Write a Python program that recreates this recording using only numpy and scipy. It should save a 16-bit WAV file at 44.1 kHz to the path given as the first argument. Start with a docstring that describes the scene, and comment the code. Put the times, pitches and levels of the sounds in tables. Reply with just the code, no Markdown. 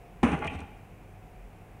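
"""Pump pressure switch snapping over

The sprung lever of a water pump's pressure switch lands with one heavy clack, close by in a small room.
The blow rings the housing and the steel tank; the mechanism shudders in a few dying rattles, ticks,
and its spring chatters. A low hum and rumble carry on underneath."""
import sys
import numpy as np
from scipy import signal
from scipy.fft import irfft
from scipy.io import wavfile
from scipy.ndimage import uniform_filter1d

SR = 44100
rng = np.random.default_rng(int(sys.argv[2]) if len(sys.argv) > 2 else 0)


def log_audio(samples):
    """Write samples as a 16-bit WAV file to the path given in sys.argv[1]."""
    # one column per channel
    frames = np.atleast_2d(samples).T
    # limit to full scale, then quantise
    limited = np.clip(frames, -1, 1)
    pcm = np.round(limited * 32767).astype(np.int16)
    wavfile.write(sys.argv[1], SR, pcm)


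N = 79380


def amp(db):
    """Decibels to gain."""
    return 10 ** (np.asarray(db) / 20)


def unit(x):
    """Scale to an rms of one."""
    return x / np.sqrt(np.mean(x ** 2) + 1e-18)


def since(start):
    """Seconds since a moment, zero before it."""
    return np.maximum(np.arange(N) / SR - start, 0)


def strike(start, t60, contact_s=0.00059):
    """Hit envelope: a fast attack as the contact builds its force, then an exponential decay."""
    t = since(start)
    attack = np.sin(np.pi / 2 * np.minimum(t / contact_s, 1)) ** 2
    return attack * np.exp(-np.log(1000) * t / t60)


def noise(colour):
    """Steady noise at unit rms, shaped by an EQ curve."""
    hz, db = np.array(colour).T
    freqs = np.maximum(np.fft.rfftfreq(N, 1 / SR), 1)
    gain = amp(np.interp(np.log(freqs), np.log(hz), db))
    return unit(irfft(gain * np.exp(2j * np.pi * rng.random(len(freqs))), N))


def ring(modes, start):
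    """Decaying modes struck together; neighbours swing in opposite directions."""
    t = since(start)
    return sum((-1) ** (k + 1) * amp(db) * strike(start, t60) * np.sin(2 * np.pi * hz * t)
               for k, (hz, db, t60) in enumerate(modes))


def resonate(push, peaks):
    """Drive parallel resonators of alternating polarity; the mix comes out at unit rms."""
    return unit(sum((-1) ** k * amp(db) * signal.lfilter(*signal.iirpeak(hz, hz / width, fs=SR), push)
                    for k, (hz, width, db) in enumerate(peaks)))


def band(x, kind, hz, order):
    """Low-pass or band-pass with a flat passband."""
    return signal.sosfilt(signal.butter(order, hz, kind, fs=SR, output="sos"), x)


# EQ of the blow's transient (frequency [Hz], relative level [dB])
CRACK_EQ = [(40, -32), (90, -18), (240, 7.5), (420, -13), (560, -18), (850, -7.5), (1400, -12.5),
            (2700, -15.5), (3500, -28.5), (4700, -38), (6200, -34.5), (9200, -39.5), (11000, -47.5),
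            (15500, -61)]
# EQ of the room's answer (frequency [Hz], relative level [dB])
ROOM_EQ = [(45, -28), (70, -3), (125, 0.5), (240, 4.5), (350, 4.5), (550, -4.5), (820, -8.5), (1200, -6),
           (2000, -12.5), (2650, -9.5), (3400, -26), (4700, -47), (6200, -34.5), (7500, -40), (9200, -33),
           (11000, -56), (15500, -62)]
# ring of the housing and tank (frequency [Hz], relative level [dB], t60 [s])
BODY_MODES = [(70.3, -11, 0.75), (82.4, -26.5, 0.22), (173, -6, 0.19), (235, 4, 0.21), (268, 0, 0.15),
              (281.8, -2.5, 0.21), (339, -12, .2), (427.7, -14, 0.32), (745, -19, 0.3), (811.5, -4, 0.11),
              (986, -21, 0.65), (1200, -33, 0.13), (1780, -42, .2), (2140, -19, 0.17)]
# thin, high ring of the contacts (frequency [Hz], level [dB], t60 [s])
CONTACT_MODES = [(9120, -60, .5), (9390, -58.5, 0.48)]


def clack(start=0.2303):
    """The lever hits its stop: a crack, ringing body and contacts, and the bloom of the room."""
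    crack = amp(-18.5) * noise(CRACK_EQ) * strike(start, t60=0.1)
    bloom = 1 - np.exp(-since(start) / 0.0041)
    room = amp(-25) * noise(ROOM_EQ) * strike(start, t60=0.65) * bloom
    body = amp(-18.5) * ring(BODY_MODES, start)
    return crack + room - body + ring(CONTACT_MODES, start)


# low-end hits of the tank (time [s], level [dB])
THUMP_CUES = [(.2315, -28.5), (0.307, -34.5), (0.454, -32.5), (.548, -33), (.602, -36)]


def thumps(hz=82, rise_s=0.019):
    """The tank heaves for a few slow cycles, adding weight under the clack and rattles."""
    out = 0
    for start, db in THUMP_CUES:
        t = since(start)
        swell = (t / rise_s * np.exp(1 - t / rise_s)) ** 2
        out += amp(db) * swell * np.sin(2 * np.pi * hz * t)
    return out


# shudders of the mechanism (time [s], length [s], thud [dB], clatter [dB], scrape [dB])
RATTLE_CUES = [(.256, 0.045, -31.5, -36.5, -56), (0.301, 0.054, -29.5, -32.5, -55.5),
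               (0.391, .03, -39, -45.5, -71), (0.414, 0.043, -40.5, -35, -67),
               (0.448, 0.025, -35.5, -38, -60), (0.49, 0.0454, -43.5, -51, -63),
               (0.528, .036, -43, -46, -58.5), (0.57, 0.062, -44, -47, -69)]
# dull resonances of the tank (frequency [Hz], width [Hz], relative level [dB])
THUD_PEAKS = [(147, 63, -3), (252.6, 77, 1.5), (337, 33, -5), (433, 84, -5.5)]
# midrange resonances of the housing (frequency [Hz], width [Hz], relative level [dB])
CLATTER_PEAKS = [(475, 45, -9), (657, 105, 1.5), (836, 43, 9.5), (1011, 68, -1.5), (1148, 82, -1),
                 (1410, 135, -3), (1810, 190, -8.5), (2070, 81, -3), (2437, 166, -3.5), (2890, 87, -8),
                 (3190, 89, -15)]
# bright metal EQ of the scrape and the ticks (frequency [Hz], relative level [dB])
METAL_EQ = [(500, -14), (2500, 14), (3700, 12), (4800, -0.5), (6200, 7), (7300, -1), (8800, 8.5),
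            (10500, -7), (12500, -30), (15500, -28)]


def rattles(impacts_per_s=1500, scatter_db=0.5, edge=0.35):
    """Bursts of dense small impacts thud in the tank, clatter in the housing and scrape."""
    impacts = (rng.random(N) < impacts_per_s / SR) * rng.choice([-1, 1], N)
    impacts = impacts * amp(scatter_db * rng.standard_normal(N))
    thud = band(resonate(impacts, THUD_PEAKS), "lowpass", hz=900, order=2)
    clatter = band(resonate(impacts, CLATTER_PEAKS), "lowpass", hz=3540, order=6)
    scrape = noise(METAL_EQ)
    out = 0
    for start, length, thud_db, clatter_db, scrape_db in RATTLE_CUES:
        progress = since(start) / length
        # fade in and out, each over `edge` of the burst's length
        gate = np.clip(np.minimum(progress, 1 + edge / 2 - progress) / edge, 0, 1)
        out += gate * (amp(thud_db) * thud + amp(clatter_db) * clatter + amp(scrape_db) * scrape)
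    return out


# hits of the spring on its seat (time [s], level [dB])
CHATTER_CUES = [(.475, -29.5), (0.497, -39)]
# zing of the coils (frequency [Hz], width [Hz], relative level [dB])
SPRING_PEAKS = [(1830, 55, -5), (2421, 83, 1), (2690, 110, -5), (2990, 90, -11.5), (3160, 64, -11.5)]


def spring():
    """The spring chatters against its seat and its coils ring briefly."""
    coils = resonate(rng.standard_normal(N), SPRING_PEAKS)
    zing = band(coils, "bandpass", hz=(1800, 3340), order=3)
    return zing * sum(amp(db) * strike(start, t60=0.067) for start, db in CHATTER_CUES)


# light taps of the lever (time [s], level [dB])
TICK_CUES = [(0.3176, -44), (0.3904, -49.5), (0.4445, -45), (0.4694, -43), (0.4747, -46), (0.59, -50),
             (0.6038, -47.5)]


def ticks():
    """The lever touches lightly, metal on metal, dry and close."""
    return noise(METAL_EQ) * sum(amp(db) * strike(start, t60=0.025) for start, db in TICK_CUES)


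def walls(x, wet_db=-7):
    """The walls add a short diffuse tail to the direct sound."""
    tail = rng.standard_normal(N) * strike(0, t60=0.89)
    return x + amp(wet_db) * signal.fftconvolve(x, tail / np.linalg.norm(tail))[:N]


# EQ of the rumble and rush (frequency [Hz], relative level [dB])
RUMBLE_EQ = [(10, -18), (22, -13), (32, -6), (43, 9), (56, -3.5), (78, -11), (102, -2.5), (125, -7),
             (165, -4.5), (260, -14), (450, -12.5), (620, -17), (735, -13.5), (900, -19.5), (1300, -25),
             (1900, -26.5), (2500, -24.5), (3200, -36), (4300, -43), (9000, -42), (15500, -44.5)]
# tones of the hum (frequency [Hz], level [dB])
HUM_TONES = [(100, -59.5), (700, -70), (742, -68.5)]


def background(waver_per_s=4.6):
    """A steady bed of rumble and rush, with a hum that wavers in level and phase."""
    window = int(SR / waver_per_s)
    bed = amp(-49.5) * noise(RUMBLE_EQ)
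    for hz, db in HUM_TONES:
        drift = uniform_filter1d(uniform_filter1d(rng.standard_normal((2, N)), window), window)
        waver = 1 + 0.5 * unit(drift[0])
        tone = np.sqrt(2) * np.sin(2 * np.pi * hz * since(0) + unit(drift[1]))
        bed += amp(db) * waver * tone
    return bed


def scene():
    """Mono mix: the clack and its aftermath over the bed, with reverb on the rattles and spring."""
    return (clack() + thumps() + ticks() + walls(rattles() + spring()) + background())[None]


def record(dry, top_hz=15700):
    """A steep high cut on the whole mix."""
    return signal.sosfilt(signal.ellip(10, 0.2, 80, top_hz, fs=SR, output="sos"), dry)


dry = scene()
out = record(dry)
log_audio(out)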